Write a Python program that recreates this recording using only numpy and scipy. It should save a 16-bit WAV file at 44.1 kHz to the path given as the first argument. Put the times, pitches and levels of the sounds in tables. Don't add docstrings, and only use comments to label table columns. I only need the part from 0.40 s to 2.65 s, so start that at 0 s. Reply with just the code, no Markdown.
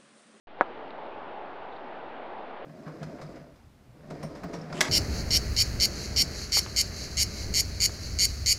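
import sys
import numpy as np
from scipy import signal
from scipy.fft import rfft, irfft
from scipy.io import wavfile
from scipy.ndimage import uniform_filter1d

SR = 44100
rng = np.random.default_rng(int(sys.argv[2]) if len(sys.argv) > 2 else 0)


def materialize(psi):
    bounded = np.clip(np.atleast_2d(psi).T, -1, 1)
    quanta = np.round(bounded * 32767).astype(np.int16)
    wavfile.write(sys.argv[1], SR, quanta)


N = 99225
TOP_HZ = 7100


def undb(db):
    return 10 ** (np.asarray(db) / 20)


def unit(x):
    return x / np.sqrt(np.mean(x ** 2))


def bins():
    return np.maximum(np.arange(N // 2 + 1) * SR / N, 1)


def colour(points):
    hz, db = np.array(points, float).T
    return undb(np.interp(np.log(bins()), np.log(hz), db))


def noise(gain):
    return unit(irfft(rfft(rng.standard_normal(N)) * gain, N))


def wander(per_s):
    hold = int(SR / per_s)
    steps = np.repeat(rng.standard_normal(256), hold)[:N]
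    return unit(uniform_filter1d(uniform_filter1d(steps, hold), hold))


def pulse(points):
    cepstrum = irfft(np.log(colour(points)), N)
    cepstrum[1:N // 2] *= 2
    cepstrum[N // 2:] = 0
    click = irfft(np.exp(rfft(cepstrum)), N)
    return click / np.abs(click).max()


def at(x, start_s):
    return np.interp(np.arange(N) - start_s * SR, np.arange(N), x, left=0)


def microphone_hiss(level_db=-57.5):
    # freq_hz, relative_db
    hiss_spectrum = [(30, 0), (150, -3), (900, -1.5), (2000, 0), (3400, -5.5), (4500, -16), (5500, -29.5),
                     (7000, -47)]
    return undb(level_db) * noise(colour(hiss_spectrum))


def grip(t):
    # start_s, length_s, level_db, centre_hz, width_octaves
    rubs = [(0.39, 0.0089, -40, 680, .8), (.5045, 0.0055, -51.5, 3450, 0.31),
            (1.312, 0.033, -59.5, 3680, 0.14), (1.350, 0.026, -58, 3760, 0.17)]
    out = np.zeros(N)
    for start, length, db, hz, octaves in rubs:
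        envelope = np.sin(np.pi * np.clip((t - start) / length, 0, 1))
        band = np.exp(-.5 * (np.log2(bins() / hz) / octaves) ** 2)
        out += undb(db) * envelope * noise(band)
    return out


def knock(t, start_s=.2101, rebound_s=.2155):
    # freq_hz, relative_db
    blow_spectrum = [(40, -33), (130, -24.5), (300, -8), (600, -5.5), (950, 1.5), (1280, -1.5), (1480, -15),
                     (1700, -13), (2250, -18), (2650, -30.5), (3600, -34.5), (4300, -41), (5200, -55),
                     (6000, -51.5), (7200, -61.5)]
    # pitch_hz, relative_db, t60_s
    case_modes = [(371, -36.5, 0.11), (630, -33, 0.024), (760, -18, 0.049), (1033, -24.5, 0.048),
                  (1335, -20.5, 0.062), (1487, -33, 0.076), (1660, -23, 0.05), (1970, -42, 0.039),
                  (2170, -39, 0.025), (6400, -60, 0.038), (6700, -66, 0.053)]
    # freq_hz, relative_db
    rattle_spectrum = [(100, -29), (320, -3.5), (800, -2), (1400, 3), (1750, -9.5), (2150, -15.5),
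                       (2600, -32), (3600, -29.5), (5000, -46.5), (6500, -47.5), (7300, -62)]
    blow_db, ring_db, rattle_db, rebound_db = -3, -2, -18.5, -20
    rattle_t60_s, spread_s = 0.052, 0.00078
    fade = lambda t60: np.exp(-np.log(1000) * t / t60)
    blow = pulse(blow_spectrum)
    ring = sum(undb(db) * np.sin(2 * np.pi * hz * t) * fade(t60) for hz, db, t60 in case_modes)
    rattle = noise(colour(rattle_spectrum)) * fade(rattle_t60_s)
    spread = np.sin(np.pi / 2 * np.clip(t / spread_s, 0, 1)) ** 2
    first_hit = undb(blow_db) * blow + spread * (undb(ring_db) * ring + undb(rattle_db) * rattle)
    both_hits = at(first_hit, start_s) + undb(rebound_db) * at(blow, rebound_s)
    low_cut = signal.butter(2, 191, "high", fs=SR, output="sos")
    return signal.sosfilt(low_cut, both_hits)


def far_rush(t, level_db=-41, bands=14):
    # freq_hz, relative_db
    rush_spectrum = [(25, -18), (60, -22.5), (100, -18), (150, -16), (200, -8), (270, -3.5), (380, -2.5),
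                     (480, -0.5), (650, 0.6), (850, 1.5), (1050, -6), (1450, -9.5), (2000, -17),
                     (2700, -20), (3500, -26), (4500, -36.5), (5500, -47), (7000, -59.5)]
    flicker_db, swell_db = 1.12, -0.08
    spectrum = rfft(noise(colour(rush_spectrum)))
    band_position = np.interp(np.log(bins()), np.log([100, TOP_HZ]), [0, bands - 1])
    out = np.zeros(N)
    for k in range(bands):
        band = irfft(spectrum * np.maximum(1 - abs(band_position - k), 0), N)
        out += band * undb(flicker_db * wander(per_s=16))
    rise_db = np.interp(t, [0.16, 0.2], [-9, 0])
    return unit(out) * undb(level_db + rise_db + swell_db * wander(per_s=2.6))


def scene():
    t = np.arange(N) / SR
    on_s, dc_offset = 0.071, -0.0039
    sound = far_rush(t) + microphone_hiss() + knock(t) + grip(t)
    return ((sound + dc_offset) * (t >= on_s))[None]


def record(dry):
    high_cut = signal.ellip(10, .2, 70, TOP_HZ, fs=SR, output="sos")
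    return signal.sosfilt(high_cut, dry)


dry = scene()
out = record(dry)
materialize(out)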